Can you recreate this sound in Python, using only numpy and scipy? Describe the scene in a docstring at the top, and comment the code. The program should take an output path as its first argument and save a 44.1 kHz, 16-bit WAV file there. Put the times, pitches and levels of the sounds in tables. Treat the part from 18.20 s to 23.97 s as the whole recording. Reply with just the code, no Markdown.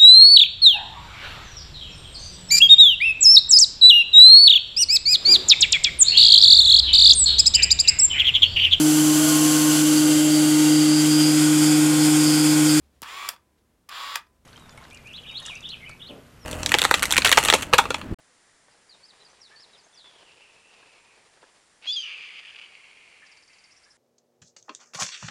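"""In the woods, a hawk screams from a treetop: a puff of air, a clear membrane whistle that flips up and
back, then a hoarse rasp of slaps ringing the throat, sputtering out into a long hiss. Before it, a
songbird sings thin slurs and another hawk calls far off; a small twitter follows. A distant bird yelps.
Twigs tick and a soft low rustle comes and goes over a steady hiss."""
import sys
import numpy as np
from scipy import signal
from scipy.fft import rfft, irfft
from scipy.io import wavfile
from scipy.ndimage import uniform_filter1d, map_coordinates

SR = 44100
rng = np.random.default_rng(int(sys.argv[2]) if len(sys.argv) > 2 else 0)


def digitize_waveform(pressure):
    """Quantize a signal to 16-bit integers and store it at the path in sys.argv[1].

    Rows of a 2-D input are taken as channels; values are limited to [-1, 1].
    """
    field = np.atleast_2d(pressure).T
    bounded = np.clip(field, -1, 1)
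    quanta = np.round(bounded * 32767).astype(np.int16)
    wavfile.write(sys.argv[1], SR, quanta)


N = 254456
T = np.arange(N) / SR
# The scream: air jet starts, voice flips up, returns, breaks into a rasp.
JET_S, FLIP_S, RETURN_S, BREAK_S = 3.658, 3.719, 3.761, 3.824


def amp(db):
    return 10 ** (np.asarray(db) / 20)


def unit(x):
    """Scale to rms 1."""
    return x / np.sqrt(np.mean(x ** 2) + 1e-20)


def phase_of(hz):
    return 2 * np.pi * np.cumsum(hz) / SR


def track(rows, column=1):
    """One column of a timed table at every sample."""
    rows = np.array(rows)
    return np.interp(T, rows[:, 0], rows[:, column])


def since(start_s):
    return np.maximum(T - start_s, 0)


def ramp(start_s, rise_s):
    return np.minimum(since(start_s) / rise_s, 1)


def envelope(start_s, length_s, db, fade_db, rise_s, release_s):
    """Attack, a hold that fades by fade_db (swells if negative), release."""
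    release = np.exp(-np.minimum(since(start_s + length_s) / release_s, 20))
    return ramp(start_s, rise_s) * amp(db - fade_db * ramp(start_s, length_s)) * release


def add(mix, start_s, sound):
    part = mix[max(round(start_s * SR), 0):][:len(sound)]
    part += sound[:len(part)]


def wander(cutoff_hz):
    """Low-passed noise of rms 1."""
    hz = np.fft.rfftfreq(N, 1 / SR)
    return unit(irfft(rfft(rng.standard_normal(N)) / (1 + (hz / cutoff_hz) ** 4), N))


def spectrum(points):
    """Gain by frequency through (Hz, dB) points."""
    points_hz, db = np.transpose(points)
    return lambda hz: amp(np.interp(np.log(hz + 1), np.log(points_hz + 1), db))


def colour(x, gain, size=4096):
    """Causal filter shaped by gain(hz); keeps the power of white noise."""
    log_gain = np.log(np.maximum(gain(abs(np.fft.fftfreq(size, 1 / SR))), 1e-5))
    impulse = np.fft.ifft(np.exp(signal.hilbert(log_gain).conj())).real[:size // 2]
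    return signal.oaconvolve(x, impulse / np.linalg.norm(impulse))[:len(x)]


def hiss(level_db=-61.5, fade_db_per_s=.28):
    """Even background hiss."""
    # Each row: frequency in Hz, relative gain in dB.
    shape = [(20, -4), (100, -1), (450, 0.5), (1400, 0), (1900, 3), (2600, -5.5), (3800, -5), (5500, -3),
             (6600, -5), (7450, -1), (8000, -7.5), (8950, -2.5), (10300, -10), (11800, -28.5)]
    gain = amp(level_db - fade_db_per_s * T + .24 * wander(24))
    return gain * unit(colour(rng.standard_normal(N), spectrum(shape)))


def low_rustle(trim_db=-2, grains_per_s=1500, clump_db=3):
    """Soft, grainy low-mid noise that swells and fades in patches."""
    # Each row: start in seconds, length in seconds, level in dB before trim.
    patches = [(0, 0.43, -69.5), (0.483, 0.31, -63), (0.723, 0.22, -61), (.92, 0.29, -56.5),
               (1.267, 0.19, -57.5), (1.459, 0.34, -58), (1.837, 0.28, -54.5), (2.107, 0.44, -56.5),
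               (2.514, .66, -57), (3.197, 0.12, -56.5), (3.327, .27, -63), (3.61, .045, -56),
               (3.87, 1.3, -59.5), (5.28, 0.38, -70)]
    # Each row: frequency in Hz, relative gain in dB.
    shape = [(60, -13), (170, -6.5), (290, -10), (430, 2.5), (620, -2), (950, 0.5), (1600, -7.5),
             (2500, -2.5), (5000, -7.5), (9000, -33)]
    grains = (rng.random(N) < grains_per_s / SR) * rng.choice([-1, 1], N)
    clumps = amp(clump_db * np.tanh(wander(25)))
    power = sum(envelope(*row, fade_db=5.5, rise_s=.017, release_s=.028) ** 2 for row in patches)
    return amp(trim_db) * np.sqrt(power) * unit(colour(grains * clumps, spectrum(shape)))


def twigs(trim_db=-1, decay_s=.0064, ring_db=-7):
    """Dry ticks: a burst of splinters and a short ring of the wood."""
    # Each row: start in seconds, level in dB before trim, ring in Hz.
    ticks = [(0.483, -51, 940), (0.547, -54, 684), (0.748, -54, 427), (0.935, -52.5, 880),
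             (1.129, -50, 1060), (1.665, -52, 650), (1.843, -51.5, 570), (1.959, -52, 650),
             (2.027, -50.5, 517), (2.627, -48, 855), (2.976, -53.5, 940), (3.173, -53, 560),
             (3.229, -44.5, 936), (3.239, -50.5, 424)]
    # Each row: frequency in Hz, relative gain in dB.
    crack_shape = [(88, -75), (150, -28), (385, 5), (971, 0), (1380, -3), (1690, 3), (2820, -36.5),
                   (3440, -12), (6000, -38), (7800, -60), (13200, -120)]
    out, t = np.zeros(N), T[:3000]
    decay = np.exp(-t / decay_s)
    for start_s, db, hz in ticks:
        crack = colour(rng.standard_normal(len(t)) * decay, spectrum(crack_shape))
        ring = amp(ring_db) * np.sin(2 * np.pi * hz * t) * decay
        add(out, start_s, amp(db + trim_db) * (crack + ring))
    return out


def woods(x, t60_s, wet_db, echoes_per_s=1500):
    """Add scattered echoes from trunks and branches."""
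    t = T[:SR]
    taps = rng.standard_normal(SR) * (rng.random(SR) < echoes_per_s / SR)
    taps *= amp(-60 * t / t60_s) * (t > .003)
    return x + amp(wet_db) * signal.oaconvolve(x, taps / np.linalg.norm(taps))[:N]


def foliage(x):
    """Short, wavering paths through foliage make the sound twinkle."""
    delays_s = np.linspace(.002, .009, 4)
    return .8 * x + .3 * sum(np.roll(x, round(s * SR)) * wander(90) for s in delays_s)


def notes(rows, jitter_hz, buzz_hz, buzz_depth, taper, arch=.26):
    """Whistled slurs through three pitches, strongest midway; a buzz adds sidebands."""
    out, waver_hz = np.zeros(N), jitter_hz * wander(380)
    for start_s, length_s, *pitches_hz, db in rows:
        progress = np.linspace(0, 1, int(length_s * SR))
        hz = np.polyval(np.polyfit([0, .5, 1], pitches_hz, 2), progress)
        hz += waver_hz[int(start_s * SR):][:len(hz)]
        swell = signal.windows.tukey(len(hz), taper) * (1 + arch * (np.sin(np.pi * progress) - 2 / np.pi))
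        add(out, start_s, amp(db) * np.sqrt(2) * np.sin(phase_of(hz)) * swell)
    return out * unit(np.exp(buzz_depth * np.sin(2 * np.pi * buzz_hz * T)))


def yelps():
    """A distant bird's short calls, each arching in pitch."""
    # Each row: start in seconds, length in seconds, middle pitch in Hz, level in dB.
    calls = [(1.305, .055, 1764, -55.5), (5.018, .03, 1837, -53), (5.295, .033, 2130, -61),
             (5.655, 0.039, 1737, -63.5)]
    rows = [(start_s, length_s, .89 * hz, hz, .93 * hz, db) for start_s, length_s, hz, db in calls]
    return notes(rows, jitter_hz=62, buzz_hz=518, buzz_depth=.57, taper=.29)


def far_hawk(trim_db=-2.5, hoarse_hz=380, core_decay_s=.85):
    """A falling scream blurred by distance: a thin core gives way to a hoarse band."""
    # Each row: time in seconds, pitch in Hz, level in dB before trim.
    cry = [(1.73, 3450, -60), (1.82, 3530, -53), (1.94, 3385, -56), (2.05, 2900, -58.5), (2.1, 2645, -52.5),
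           (2.14, 2790, -59), (2.23, 2633, -51.5), (2.34, 2583, -61), (2.5, 2673, -57), (2.93, 2446, -60),
           (3.06, 2360, -72)]
    start_s, end_s = cry[0][0], cry[-1][0]
    phase = phase_of(track(cry) + 45 * wander(120))
    core = np.sin(phase) * amp(9.6 * np.tanh(wander(40)))
    hoarse = np.sin(phase) * wander(hoarse_hz) + np.cos(phase) * wander(hoarse_hz)
    core_share = .85 * np.exp(-since(start_s) / core_decay_s)
    blend = np.sqrt(core_share) * unit(core) + np.sqrt(1 - core_share) * unit(hoarse)
    gate = uniform_filter1d(((T >= start_s) & (T <= end_s)) * 1., size=130)
    return amp(trim_db + track(cry, column=2)) * gate * blend


def songbird():
    """A phrase of thin slurred notes."""
    # Each row: start and length in seconds; first, middle and last pitch in Hz; level in dB.
    slurs = [(.505, .03, 5100, 4860, 4800, -65.5), (.68, 0.076, 5200, 4230, 3450, -55.5),
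             (.826, 0.042, 4450, 4660, 5690, -51.5), (.876, 0.046, 5450, 4290, 2820, -56),
             (.993, 0.044, 3480, 4040, 2970, -57.5), (1.043, 0.033, 4230, 5000, 3600, -54.5),
             (1.093, 0.03, 5800, 6020, 6200, -62), (1.195, 0.095, 6400, 4464, 3380, -54.5),
             (1.354, 0.038, 4370, 4460, 4180, -53.5), (1.382, 0.037, 4500, 5040, 6000, -55),
             (1.412, 0.044, 5820, 4500, 3200, -53.5), (1.526, 0.045, 3550, 3796, 2780, -55),
             (1.575, 0.034, 4920, 4970, 3930, -57.5), (1.634, 0.021, 6030, 6370, 6400, -60),
             (1.733, 0.037, 6500, 5590, 4950, -59.5), (1.765, 0.061, 5100, 4150, 3450, -53.5)]
    return notes(slurs, jitter_hz=80, buzz_hz=62, buzz_depth=.33, taper=.5)


def chips(first_s=5.061, gap_s=.0538, count=8, ring_hz=4600, drop_hz=2000, scatter_hz=900,
          drop_s=.0038, rise_s=.0026, decay_s=.012, click_s=.0031, spread_db=1.5):
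    """The twitter's evenly spaced chips: a rough click, a fast drop in pitch, a ring."""
    out, t = np.zeros(N), T[:3000]
    noise, waver = unit(throat(rng.standard_normal(N))), wander(1200)
    attack = 2 * (1 - np.exp(-t / rise_s))
    for k, (ring_offset_db, click_offset_db) in enumerate(rng.uniform(-spread_db, spread_db, (count, 2))):
        start_s = first_s + k * gap_s
        now = slice(int(start_s * SR), int(start_s * SR) + len(t))
        hz = ring_hz + drop_hz * np.exp(-t / drop_s) + scatter_hz * waver[now] * np.exp(-t / (2 * drop_s))
        ring = amp(-54.5 + ring_offset_db) * np.sin(phase_of(hz)) * np.exp(-t / decay_s)
        click = amp(-53.5 + click_offset_db) * noise[now] * np.exp(-t / click_s)
        add(out, start_s, attack * (ring + click))
    return out


def trill(length_s=.026, glide_hz=(4900, 5414, 5600)):
    """Buzzy rising notes that end the twitter."""
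    # Each row: start in seconds, level in dB.
    onsets = [(5.506, -57.5), (5.56, -58), (5.63, -58.5), (5.7, -57)]
    rows = [(start_s, length_s, *glide_hz, db) for start_s, db in onsets]
    return notes(rows, jitter_hz=302, buzz_hz=302, buzz_depth=.66, taper=.41)


def throat(x):
    """Throat resonances, sliding together as it slackens."""
    # Each row: centre and width in Hz before the slide, relative gain in dB.
    resonances = [(1214, 330, -13), (1780, 690, -12), (2346, 380, 2.5), (2590, 360, 1.5), (2926, 600, -0.5),
                  (3364, 500, -6), (4240, 820, -14.5), (4765, 520, -10.5), (6200, 1350, -23)]
    # Each row: time in seconds, factor on all frequencies.
    slide = [(3.66, 1.1), (3.75, 1.14), (3.9, 1.0), (4.3, 1.02), (4.6, .945), (5.7, .9)]

    def gain(hz):
        peaks = [amp(db) / (1 + (2 * (hz - centre_hz) / width_hz) ** 2) ** 1.2
                 for centre_hz, width_hz, db in resonances]
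        return np.linalg.norm(peaks, axis=0)

    return map_coordinates(colour(x, gain), [np.cumsum(track(slide))], order=3, mode="wrap")


def membrane(hz, rough, jitter_hz, shimmer):
    """Phase and strength of one membrane; roughness (0-1) scales jitter and shimmer."""
    phase = phase_of(hz + jitter_hz * rough * wander(446))
    shake = shimmer * rough
    return phase, np.sqrt(2) * (1 + shake * wander(260)) / np.sqrt(1 + shake ** 2)


def air(flutter_db=.8, pops_per_s=160):
    """Unvoiced air: a swelling puff, a turbulent jet, a crackly hiss through the open beak."""
    # Each row of both: frequency in Hz, relative gain in dB.
    puff_shape = [(120, -55), (200, -22.5), (1040, -9), (1340, -15.5), (1460, -4), (1710, -13),
                  (2190, -4.5), (2800, 3.5), (3420, -6.5), (4590, -10.5), (8000, -35), (10400, -67),
                  (17600, -120)]
    jet_shape = [(1500, -41), (3500, 5), (5000, 2), (6000, -2), (7500, -13.5), (9800, -23), (11500, -35)]
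    # Each row: start and length in seconds, level and fade in dB, rise in seconds.
    breaths = [(3.818, 1.36, -45.7, 12, .14), (5.279, .38, -60.5, 6.5, .03)]
    puff = unit(colour(rng.standard_normal(N) * amp(2 * wander(330)), spectrum(puff_shape)))
    puff *= envelope(3.617, .05, db=-55.5, fade_db=-16.5, rise_s=.007, release_s=.0054)
    jet = unit(colour(rng.standard_normal(N), spectrum(jet_shape)))
    jet *= envelope(JET_S, .165, db=-47, fade_db=4, rise_s=.02, release_s=.035)
    pops = unit((rng.random(N) < pops_per_s / SR) * (2 * rng.random(N) - 1))
    tail = unit(throat(rng.standard_normal(N) + .5 * pops) * amp(flutter_db * wander(40)))
    tail *= sum(envelope(*row, release_s=.053) for row in breaths)
    return puff + jet + tail


def rasp(slaps_per_s=245, uneven=.4, spread_db=2, surge_hz=7.2, surge_db=3, surge_peak_s=3.902,
         tone_hz=2950, tone_db=-7):
    """Membranes slap irregularly and ring the throat, air rushing between; a rough tone joins in."""
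    # Each row: start and length in seconds, level in dB, pitched share of the power (0-1).
    sputters = [(4.184, .015, -44.5, .05), (4.249, .016, -46.5, .1), (4.267, .046, -45.5, 0.58),
                (4.358, .01, -43.5, 0.04), (4.386, .015, -43.5, .05), (4.414, 0.0177, -44, 0.2),
                (4.433, 0.017, -48, 0.3), (4.456, .011, -49, .05)]
    cycles = np.cumsum(slaps_per_s * np.exp(uneven * wander(250))) / SR
    slaps = np.diff(np.floor(cycles), prepend=0) * amp(spread_db * np.clip(rng.standard_normal(N), -2, 2))
    rattle = throat(unit(slaps) + .35 * rng.standard_normal(N))
    rattle /= np.sqrt(uniform_filter1d(rattle ** 2, size=480) + 1e-9)  # steady pressure evens the slaps
    surges = amp(surge_db * np.cos(2 * np.pi * surge_hz * (T - surge_peak_s)))
    rattle_gain = surges * envelope(BREAK_S, .375, db=-39.5, fade_db=10.5, rise_s=.016, release_s=.0055)
    tone_gain = amp(tone_db) * rattle_gain
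    # A trace of rattle lies under the whistle.
    rattle_gain += envelope(JET_S, BREAK_S - JET_S, db=-51.5, fade_db=-1, rise_s=.006, release_s=.01)
    for start_s, length_s, db, share in sputters:
        burst = amp(db) * signal.windows.tukey(int(length_s * SR), .15)
        add(rattle_gain, start_s, np.sqrt(1 - share) * burst)
        add(tone_gain, start_s, np.sqrt(share) * burst)
    phase, strength = membrane(tone_hz, rough=.7, jitter_hz=232.7, shimmer=1.25)
    return rattle_gain * rattle + tone_gain * strength * np.sin(phase)


def squeal(pitch_hz=4830, sag_hz_per_s=900):
    """The upper register: loud at the flip, lingering faintly until the break."""
    hz = pitch_hz - sag_hz_per_s * since(FLIP_S)
    phase, strength = membrane(hz, rough=.3, jitter_hz=150, shimmer=.99)
    loud = envelope(FLIP_S, .027, db=-28, fade_db=4, rise_s=.0093, release_s=.011)
    linger = envelope(RETURN_S, BREAK_S - RETURN_S, db=-49.5, fade_db=-3, rise_s=.033, release_s=.015)
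    return (loud + linger * amp(2 * wander(90))) * strength * np.sin(phase)


def whistle(trim_db=.8, flutter_db=.5, switch_s=.0094, sink_hz_per_s=2600, sink_db_per_s=55):
    """The scream's clear membrane tone: roughens at the flip and the break, then sinks and dies."""
    # Each row: time in seconds, pitch in Hz, level in dB before trim.
    cry = [(3.668, 3203, -43), (3.676, 3278, -30), (3.686, 3317, -26), (3.72, 3528, -29.5),
           (3.73, 3465, -34.5), (3.758, 3503, -36), (3.766, 3304, -26), (3.8, 3144, -34),
           (3.808, 3147, -32), (3.822, 3156, -44), (3.832, 2954, -36), (3.852, 2967, -43),
           (3.87, 2880, -38)]
    start_s, end_s = cry[0][0], cry[-1][0]
    flipped = ramp(FLIP_S, switch_s) - ramp(RETURN_S - switch_s / 2, switch_s)
    broken = ramp(RETURN_S, BREAK_S - RETURN_S) ** 3
    hz = track(cry) - sink_hz_per_s * since(end_s)
    rough = .08 * (1 - flipped - broken) + .33 * flipped + .547 * broken
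    phase, strength = membrane(hz, rough, jitter_hz=233, shimmer=1.4)
    # A slower membrane beats against the tone, its rate following the pitch.
    beat = phase_of(835 + .42 * (hz - 3300) + 45 * wander(300))
    sidebands = (np.sin(phase + beat) + amp(-8) * np.sin(phase - beat)
                 + amp(-16) * np.sin(phase + 2 * beat) + amp(-15) * np.sin(2 * phase - beat))
    sidebands_db = -13 - 70 * since(start_s) - 14 * flipped
    # Overtones grow, dip in the flip and die after the break.
    overtones = np.sin(2 * phase) + amp(-27) * np.sin(3 * phase)
    overtones_db = -25 + 74.5 * (since(start_s) - since(BREAK_S)) - 13 * flipped - 190 * since(BREAK_S)
    tone = np.sin(phase) + amp(overtones_db) * overtones + amp(sidebands_db) * sidebands
    db = track(cry, column=2) + trim_db + flutter_db * wander(90) - sink_db_per_s * since(end_s)
    return ramp(start_s - .002, .002) * amp(db) * strength * tone


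def scene():
    """Near hawk, birds further off among the trees, twigs, low rustle and hiss; mono."""
    hawk = woods(whistle() + squeal() + rasp() + air(), t60_s=.32, wet_db=-23)
    small_birds = songbird() + chips() + trill()
    distant = far_hawk() + yelps()
    birds = woods(foliage(small_birds) + distant, t60_s=.97, wet_db=-9)
    return (hawk + birds + twigs() + low_rustle() + hiss())[None]


def record(dry):
    """Low-pass at 12.2 kHz."""
    lowpass = signal.firwin(511, 12200, window=("kaiser", 9), fs=SR)
    return signal.oaconvolve(dry, lowpass[None], "same")


dry = scene()
out = record(dry)
digitize_waveform(out)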